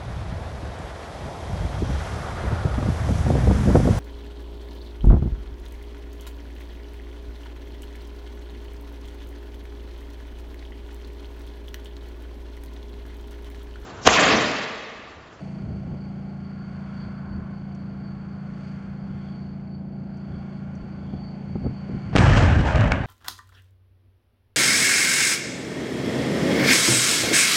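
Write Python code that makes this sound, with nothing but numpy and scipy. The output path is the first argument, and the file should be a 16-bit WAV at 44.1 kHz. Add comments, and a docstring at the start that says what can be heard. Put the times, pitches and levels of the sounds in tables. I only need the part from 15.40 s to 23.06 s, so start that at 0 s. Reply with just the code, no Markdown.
"""A tank fires its main gun in a city street, after idling for almost seven seconds.
The blast is a shock front (a sudden jump in air pressure) that slaps back off the nearest walls.
Echoes between the houses merge into a long rolling roar, and a late sharp crack cuts through it.
Underneath, the diesel's exhaust drones, its gears and valves clatter and its steel whines thinly.
Light wind rumbles on the microphone, with a few dull knocks and faint ticks close by."""
import sys
import numpy as np
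from scipy import signal
from scipy.fft import rfft, irfft, next_fast_len
from scipy.io import wavfile
from scipy.ndimage import uniform_filter1d, map_coordinates

SR = 44100
rng = np.random.default_rng(int(sys.argv[2]) if len(sys.argv) > 2 else 0)


def dump(signal):
    """Clip the signal to [-1, 1] and save it as 16-bit WAV at the path in sys.argv[1]."""
    limited = np.clip(np.atleast_2d(signal).T, -1, 1)
    pcm = np.round(limited * 32767).astype(np.int16)
    wavfile.write(sys.argv[1], SR, pcm)


N = 337806

# A colour says how strong the low and high parts of a sound are.
# The wind's colour. Each row: frequency in Hz, gain in dB.
WIND_COLOUR = [(15, -13), (30, -13), (55, 0), (85, 6), (130, 4), (200, -1.5), (320, -12), (500, -24.5),
               (1200, -68.5)]
# Gusts. Each row: middle in seconds, level in dB, half length in seconds.
GUSTS = [(.3, -30, 0.058), (.5, -33.5, .05), (1.68, -34, 0.023), (1.96, -32, 0.059), (3.47, -41, .03),
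         (3.71, -35, 0.052), (4.93, -33.5, .025), (5.43, -33, 0.02), (5.75, -33.5, 0.02),
         (6.12, -36, 0.057), (6.27, -27.5, 0.039), (6.55, -28.5, 0.027), (6.69, -31.5, 0.035)]
# Dull knocks. Each row: start in seconds, peak in dB, brightness in Hz.
KNOCKS = [(0.334, -38, 400), (0.44, -46, 450), (0.474, -29, 199), (0.536, -25, 210), (1.99, -25.5, 260),
          (3.639, -27, 90), (3.71, -29.5, 90), (5.46, -34, 520), (5.736, -21, 250), (6.155, -16, 600),
          (6.245, -20, 480), (6.256, -22, 380), (6.263, -14, 480), (6.492, -23, 320), (6.509, -28, 400),
          (6.548, -22, 160)]
# The tones in a knock. Each row: pitch in Hz, strength in dB, seconds to fade by 60 dB.
KNOCK_TONES = [(130, -3, .04), (202, 2.5, 0.045), (331, 0, 0.034), (466, -2, 0.035), (810, -4.5, 0.025),
               (1280, -14.5, 0.038)]
# Faint ticks. Each row: start in seconds, strength in dB.
TICKS = [(2.349, -55), (4.771, -60), (5.353, -55.5)]
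# Their colour. Each row: frequency in Hz, gain in dB.
TICK_COLOUR = [(3500, -34), (5800, 9), (7500, -4), (9000, -9)]

# Engine speed. Each row: time in seconds, cycles per second.
ENGINE_SPEED = [(2.8, 28.095), (3.4, 28.125)]
# Tones of the exhaust and the gears. Each row: multiple of the engine speed, strength in dB.
EXHAUST_TONES = [(1, -38.5), (2, -16.5), (3, -11.5), (4, -15), (5, -1), (6, -3.5), (7, 2.5), (8, -10),
                 (9, -13.5), (10, -18.5), (11, -31.5), (12, -21.5), (13, -22.5), (15, -52), (24, -100)]
GEAR_TONES = [(22, -11.5), (26, -11), (27, -11), (30, -11), (37, -14.5), (39, -9.5), (40, -15), (50, -10.5),
              (53, -13)]
# Colours of the engine's noises. Each row: frequency in Hz, gain in dB.
CASING_COLOUR = [(120, -21.5), (220, 6), (340, 4.5), (450, -1.5), (620, 1.5), (830, 0), (950, -11.5),
                 (1300, -27.5), (2500, -54.5)]
CLATTER_COLOUR = [(600, -33), (950, -1), (1080, 3), (1220, -0.5), (1450, 3.5), (1800, -6), (2300, -27.5),
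                  (3500, -44.5)]
VALVE_COLOUR = [(1200, -23), (1900, -1.5), (2220, 2.5), (2500, -3), (3300, -6.5), (3850, -18.5),
                (5000, -42.5)]
HISS_COLOUR = [(3000, -22.5), (4200, 2.5), (5700, -1), (6600, 0.5), (7400, -8), (9000, -9)]
# Loudness of the casing. Each row: time in seconds, level in dB.
CASING_LEVEL = [(0.2, -46), (1.05, -49), (2.7, -49.5), (4.6, -49), (5.7, -46), (6.6, -46.5)]
# Drift of the clatter, as the air carries it, and of the treble; only the rise and fall counts.
# Each row: time in seconds, level in dB.
CLATTER_DRIFT = [(0.0, -58), (0.95, -59.5), (1.15, -56), (1.6, -52), (2.12, -54), (2.22, -58),
                 (3.25, -55.5), (3.9, -57), (4.48, -64), (5.0, -56.5), (6.1, -59.5), (6.6, -54.5)]
TREBLE_DRIFT = [(0.0, -70), (0.3, -76.5), (1.15, -78.5), (1.58, -74), (1.85, -80), (3.0, -79.5),
                (3.25, -72.5), (3.62, -80), (3.85, -76), (4.45, -87.5), (5.0, -78), (5.25, -78.5),
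                (6.3, -77), (6.7, -72)]
# The engine's ringing steel. Each row: pitch in Hz, width in Hz, strength in dB.
STEEL_TONES = [(4365, 220, -2), (4544, 84, 2.5), (4795, 93, -4.5)]
# Squeals of the whistle, and brief, faint swells of narrow hiss near 3.3 kHz.
# Each row: middle in seconds, strength in dB, half length in seconds.
SQUEALS = [(.64, -64, .04), (1.15, -60, 0.053), (1.3, -61.5, 0.036), (1.62, -57.5, .06), (1.9, -64, 0.083),
           (2.68, -61, 0.046), (3.27, -64, .04), (3.97, -63, 0.13), (4.35, -61, .025), (5.43, -64.5, 0.027),
           (5.88, -56, .055), (6.18, -61, 0.073), (6.39, -59, 0.025), (6.58, -61, 0.12)]
HISS_SWELLS = [(1.56, -69, 0.098), (3.84, -65.5, 0.096), (5.02, -70, 0.13), (5.7, -67.5, .09)]

# Blocks of houses answer the shot in turn.
# Each row: arrival in seconds, hold in seconds, then levels of boom, roar and sizzle in dB.
HOUSE_ECHOES = [(6.784, 0.15, -13, -21, -37.5), (6.957, 0.038, -16, -22, -37.5),
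                (6.989, 0.21, -15, -26, -48.5), (7.249, 0.033, -21, -26, -44.5),
                (7.337, 0.12, -16.5, -25.5, -50.5), (7.5, 0.038, -23.5, -27.5, -53),
                (7.595, 0.016, -24.5, -38.5, -73)]
# Colours of the echoes. Each row: frequency in Hz, gain in dB.
EARLY_BOOM_COLOUR = [(30, -40), (70, 0.0), (120, 1.5), (220, -10.5), (330, -13), (600, -52.0)]
DEEP_BOOM_COLOUR = [(12, -50), (20, -19), (61, 3.5), (87, 3.5), (113, 2.5), (195, -12.5), (297, -21),
                    (330, -18.5), (430, -52), (730, -120)]
ROAR_COLOUR = [(130, -29.5), (220, 1), (300, -1.5), (334, -7), (434, -10), (571, -3.5), (877, -9),
               (1050, -10), (1630, -8), (1950, -13.5), (2990, -18.5), (3500, -28), (3800, -27.5),
               (4940, -52), (8360, -120)]
SIZZLE_COLOUR = [(1880, -25), (3200, 1.5), (3560, -10.5), (4060, -4.5), (5730, -6), (8060, -14),
                 (9200, -23.5), (12000, -60), (20200, -120)]
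# Hollow swells in the roar.
# Each row: middle in seconds, pitch in Hz, width in Hz, level in dB, half length in seconds.
HOLLOW_SWELLS = [(7.283, 866, 201, -29, 0.037), (7.41, 620, 90, -32.5, 0.093)]
# The snaps of the late crack. Each row: start in seconds, peak in dB.
SNAPS = [(7.519, -10), (7.5192, -3.5), (7.5207, -4), (7.5207, -4)]
# The tones in a snap. Each row: pitch in Hz, strength in dB, seconds to fade by 60 dB.
SNAP_TONES = [(450, -6, 0.0036), (950, 3.5, 0.0048), (1560, 6, 0.0058), (2220, 1.5, 0.014),
              (3960, -18, 0.005), (6100, -23, 0.0096)]
# Shock fronts, first the direct one, then those off single walls.
# Each row: arrival in seconds, strength in dB, length of the push in seconds.
SHOCK_FRONTS = [(6.7537, -1.5, 0.0022), (6.7599, -11, 0.0023), (6.7612, -11, 0.00083),
                (6.7643, -5.5, .0012), (6.774, -12.5, 0.0056), (6.7813, -10, 0.0022),
                (6.785, -8.5, 0.00053), (6.7897, -12, 0.0013), (6.8165, -19, 0.0036),
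                (7.28, -18.5, 0.00034), (7.358, -14.5, 0.0029), (7.409, -12, 0.0051)]
# Colours of the shudder, the fronts and their splinters. Each row: frequency in Hz, gain in dB.
SHUDDER_COLOUR = [(50, -13), (160, 6), (300, -13), (800, -13), (2500, -29), (5000, -39), (9000, -60)]
FRONT_COLOUR = [(25, -23.5), (90, 4.5), (220, 3.0), (600, 1.0), (3000, -10), (9000, -23)]
SPLINTER_COLOUR = [(200, 7), (600, 2.5), (1600, 2.5), (2800, -2), (4200, -8), (6500, -14), (9000, -25)]

FIRE_S = 6.7533  # the shot arrives
TIME = np.arange(N) / SR


def amp(db):
    """Turn decibels into a gain to multiply by."""
    return 10 ** (np.asarray(db) / 20)


def unit(x):
    """Scale x to an average power of 1."""
    return x / np.sqrt(np.mean(x ** 2) + 1e-20)


def gain_at(colour, hz):
    """Read a colour's gain between its rows, on a log frequency scale."""
    row_hz, row_db = np.transpose(colour)
    return amp(np.interp(np.log(hz + 1), np.log(row_hz + 1), row_db))


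def curve(rows):
    """Join (seconds, value) points with straight lines."""
    return np.interp(TIME, *np.transpose(rows))


def swing(rows):
    """How far a level curve lies above or below its average, in dB."""
    level_db = curve(rows)
    return level_db - level_db.mean()


def swells(rows):
    """A gain that rises and falls in one bell shape per row."""
    return sum(amp(db) * np.exp(-((TIME - s) / half_s) ** 2 / 2) for s, db, half_s in rows)


def wobble(rate):
    """A smooth curve through `rate` random values a second."""
    return map_coordinates(rng.standard_normal(int(N * rate / SR) + 4), [TIME * rate])


def filtered(x, response):
    """Multiply each frequency in x by response(hz)."""
    size = 2 * next_fast_len((N + SR) // 2)
    return irfft(rfft(x, size) * response(np.fft.rfftfreq(size, 1 / SR)))[:N]


def coloured(x, colour):
    """Give x a colour, with a filter that rings only after each sound."""
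    def response(hz):
        cepstrum = irfft(np.log(gain_at(colour, hz)))
        return np.exp(rfft(2 * cepstrum[:len(hz) - 1], len(cepstrum)) - cepstrum[0])
    return filtered(x, response)


def noise(colour):
    """Coloured noise with a power of 1."""
    return unit(coloured(rng.standard_normal(N), colour))


def narrow_noise(hz, width_hz):
    """Noise close to one pitch, with a power of 1."""
    return unit(filtered(rng.standard_normal(N), lambda f: np.exp(-2 * ((f - hz) / width_hz) ** 2)))


def even(x, span_s):
    """Hold the power of x near 1 over every span."""
    size = int(span_s * SR) + 1
    power = uniform_filter1d(uniform_filter1d(x ** 2, size), size)
    return x / np.sqrt(np.abs(power) + 1e-12)


def add(track, s, sound):
    """Mix a sound into the track, starting at s seconds."""
    part = track[round(s * SR):][:len(sound)]
    part += sound[:len(part)]


def burst(db, fade_s):
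    """A puff of noise that drops 60 dB in fade_s."""
    t = np.arange(SR // 10) / SR
    return amp(db - 60 * t / fade_s) * rng.standard_normal(len(t))


def ring(tones, bright_hz, contact_s):
    """A struck body rings, with a peak of 1; a soft blow weakens the tones above bright_hz."""
    t = np.arange(SR // 5) / SR
    sound = np.zeros(len(t))
    for hz, db, fade_s in tones:
        fade = amp(db + rng.normal(0, 2.8) - 60 * t / fade_s)
        sound += fade / (1 + (hz / bright_hz) ** 2) * np.sin(2 * np.pi * hz * t)
    sound *= 1 - np.exp(-(t / contact_s) ** 2)
    return sound / np.abs(sound).max()


def wind():
    """A fluttering breeze and soft gusts rumble on the microphone."""
    breeze = amp(-44.5 + 2 * wobble(9.9))
    return np.hypot(breeze, swells(GUSTS)) * even(noise(WIND_COLOUR), span_s=0.03)


def knocks_and_ticks():
    """Soft blows ring briefly as dull knocks; tiny bursts of noise tick."""
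    knocks, ticks = np.zeros(N), np.zeros(N)
    for s, db, bright_hz in KNOCKS:
        add(knocks, s, amp(db) * ring(KNOCK_TONES, bright_hz, contact_s=0.0018))
    for s, db in TICKS:
        add(ticks, s, burst(db, fade_s=0.043))
    return knocks + coloured(ticks, TICK_COLOUR)


def throb(cycles):
    """One rise and fall per engine cycle."""
    return np.cos(2 * np.pi * (cycles - .3))


def whine(cycles, treble_db):
    """An unsteady whistle over ringing steel swells into squeals; it all shivers with each stroke."""
    def steel(hz):
        return sum(amp(db) * (1j * hz * width / (pitch ** 2 - hz ** 2 + 1j * hz * width)) ** 2
                   for pitch, width, db in STEEL_TONES)
    shiver = unit(amp(1.6 * throb(cycles) + 1.6 * wobble(14)))
    ringing = unit(filtered(rng.standard_normal(N), steel))
    whistle_hz = 4510 + 18 * wobble(55)
    whistle = np.sin(2 * np.pi * np.cumsum(whistle_hz) / SR)
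    narrow_hiss = swells(HISS_SWELLS) * narrow_noise(hz=3320, width_hz=370)
    flicker = unit(amp(3.5 * wobble(16)))
    drift, squeal = amp(.35 * treble_db), swells(SQUEALS)
    whistle_gain = np.hypot(amp(-69.5) * drift, squeal) * flicker
    steel_gain = np.hypot(amp(-68.5) * drift, 0.43 * squeal)  # the steel takes up part of each squeal
    return shiver * (whistle_gain * whistle + steel_gain * ringing + narrow_hiss)


def rattle(cycles, colour, repeat_share, throb_db):
    """Throbbing machine noise: part is always new, part repeats each cycle and slowly changes."""
    patterns = rng.standard_normal((3, 1536))
    weights = np.array([wobble(1.188) for _ in patterns])
    loops = np.array([map_coordinates(p, [cycles % 1 * len(p)], mode="grid-wrap") for p in patterns])
    repeating = np.sum(weights * loops, axis=0) / np.linalg.norm(weights, axis=0)
    shaking = np.sqrt(repeat_share) * repeating + np.sqrt(1 - repeat_share) * rng.standard_normal(N)
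    return unit(coloured(shaking * amp(throb_db * throb(cycles)), colour))


def gears(cycles):
    """Gears clatter and hum; each tone fades in and out on its own way through the moving air."""
    tones = sum(amp(db + 1.1 * wobble(2.5)) * np.sin(2 * np.pi * multiple * cycles + 0.75 * wobble(5))
                for multiple, db in GEAR_TONES)
    return tones + rattle(cycles, CLATTER_COLOUR, repeat_share=.35, throb_db=1.1)


def valves(cycles, treble_db, clatter_db):
    """Valves rattle, drifting with the treble and the clatter, and grow louder before the shot."""
    grow_from_s, grow_db_per_s = 5.63, 2.5
    growth_db = grow_db_per_s * (np.clip(TIME, grow_from_s, FIRE_S) - grow_from_s)
    level_db = -62 + 0.58 * treble_db + 0.19 * clatter_db + growth_db
    return amp(level_db) * rattle(cycles, VALVE_COLOUR, repeat_share=0.27, throb_db=0.5)


def exhaust(cycles, scatter_db=0.65, jitter_s=.00002, smear_s_per_hz=0.000198):
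    """One uneven puff per cycle rings the exhaust pipe, which smears it into a throbbing drone."""
    starts = np.interp(np.arange(1, int(cycles[-1])), cycles, np.arange(N))
    timing, strength = rng.standard_normal((len(starts), 2)).T
    starts = np.clip(np.round(starts + jitter_s * SR * timing), 0, N - 1).astype(int)
    puffs = np.bincount(starts, amp(scatter_db * strength), N)
    cycle_hz = np.mean(np.array(ENGINE_SPEED)[:, 1])
    colour = [(multiple * cycle_hz, db) for multiple, db in EXHAUST_TONES]

    def pipe(hz):  # delays each tone by a different time
        return gain_at(colour, hz) * np.exp(-1j * np.pi * smear_s_per_hz * (hz - 7 * cycle_hz) ** 2)
    return unit(filtered(puffs, pipe))


def engine():
    """The idling diesel: all its noises keep time with the same turning shaft."""
    cycles = np.cumsum(curve(ENGINE_SPEED)) / SR  # cycles done so far
    clatter_db, treble_db = swing(CLATTER_DRIFT), swing(TREBLE_DRIFT)
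    drone = amp(-34) * exhaust(cycles)
    casing_gain = amp(curve(CASING_LEVEL) + 0.26 * wobble(7.8))
    casing = casing_gain * rattle(cycles, CASING_COLOUR, repeat_share=.27, throb_db=0.4)
    clatter = amp(-56 + clatter_db) * gears(cycles)
    tapping = valves(cycles, treble_db, clatter_db)
    hiss = amp(-73 + treble_db) * rattle(cycles, HISS_COLOUR, repeat_share=0.032, throb_db=1.0)
    return drone + casing + clatter + tapping + hiss + whine(cycles, treble_db)


def echo_gains(rise_s=0.011):
    """Each block's echo swells, holds and dies away; their powers add up."""
    fall_db_per_s = np.array([[165], [79], [99]])  # boom, roar, sizzle
    power = np.zeros((3, N))
    for s, hold_s, *levels_db in HOUSE_ECHOES:
        age = np.maximum(TIME - s, 0)
        db = np.array(levels_db)[:, None] - fall_db_per_s * np.maximum(age - hold_s, 0)
        power += (np.minimum(age / rise_s, 1) * amp(db)) ** 2
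    return np.sqrt(power)


def street_echoes(deepen_s=0.14):
    """Countless echoes merge into a rolling boom, a crackling roar and a faint sizzle."""
    boom_gain, roar_gain, sizzle_gain = echo_gains()
    depth = np.clip((TIME - FIRE_S) / deepen_s, 0, 1) ** 2  # the deepest part builds up last
    early, deep = noise(EARLY_BOOM_COLOUR), noise(DEEP_BOOM_COLOUR)
    boom = boom_gain * even(depth * deep + (1 - depth) * early, span_s=0.03)
    # echoes arrive in clumps, and every wall sends back its own range of pitches
    clumps = amp(1.6 * wobble(160) + 1.3 * wobble(900))
    spectra = signal.stft(clumps * rng.standard_normal(N), nperseg=1024)[2]
    walls = uniform_filter1d(rng.standard_normal(spectra.shape), size=4, axis=0)
    walls_db = 1.64 * unit(uniform_filter1d(walls, size=5, axis=1))
    echoes = signal.istft(spectra * amp(walls_db), nperseg=1024)[1][:N]
    roar = roar_gain * even(coloured(echoes, ROAR_COLOUR), span_s=0.058)
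    sizzle = sizzle_gain * unit(coloured(clumps * rng.standard_normal(N), SIZZLE_COLOUR))
    hollows = sum(swells([(s, db, half_s)]) * even(narrow_noise(hz, width_hz), span_s=0.033)
                  for s, hz, width_hz, db, half_s in HOLLOW_SWELLS)
    return boom + roar + sizzle + hollows


def late_crack():
    """Four quick snaps make one sharp crack that cuts through the roar."""
    snaps = np.zeros(N)
    for s, db in SNAPS:
        add(snaps, s, amp(db) * ring(SNAP_TONES, bright_hz=7900, contact_s=.00008))
    return snaps


def shudder(start_s=6.728, end_s=6.777):
    """A low shudder starts just ahead of the shock and fades as the echoes crowd in."""
    gain = curve([(start_s, 0), (start_s + .002, 1), (FIRE_S, 1), (end_s, 0)])
    return amp(-27.5) * gain * noise(SHUDDER_COLOUR)


def gun_blast():
    """Each shock front is a steep push, then a longer suction; rough walls splinter it into noise."""
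    direct_db, reflected_db, loss_db_per_s = -14, 2.5, 7  # splinters, relative to their front
    fronts, splinters = np.zeros(N), np.zeros(N)
    t = np.arange(SR // 10) / SR
    for k, (s, db, push_s) in enumerate(SHOCK_FRONTS):
        add(fronts, s, -amp(db) * (1 - t / push_s) * np.exp(-t / push_s))
        splinter_db = db + (reflected_db if k else direct_db) - loss_db_per_s * (s - FIRE_S)
        add(splinters, s, burst(splinter_db, fade_s=0.015))
    return coloured(fronts, FRONT_COLOUR) + coloured(splinters, SPLINTER_COLOUR)


def scene():
    """Engine, wind, knocks and the shot, mixed into one channel."""
    background = engine() + wind() + knocks_and_ticks()
    shot = shudder() + gun_blast() + street_echoes() + late_crack()
    return (background + shot)[None]


def record(dry):
    """Round off the highest peaks and cut the treble above top_hz."""
    ceiling, hardness, top_hz = .6, 6, 9250
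    rounded = dry[0] / (1 + np.abs(dry[0] / ceiling) ** hardness) ** (1 / hardness)
    return filtered(rounded, lambda hz: 1 / (1 + (hz / top_hz) ** 120))[None]


dry = scene()
out = record(dry)
dump(out)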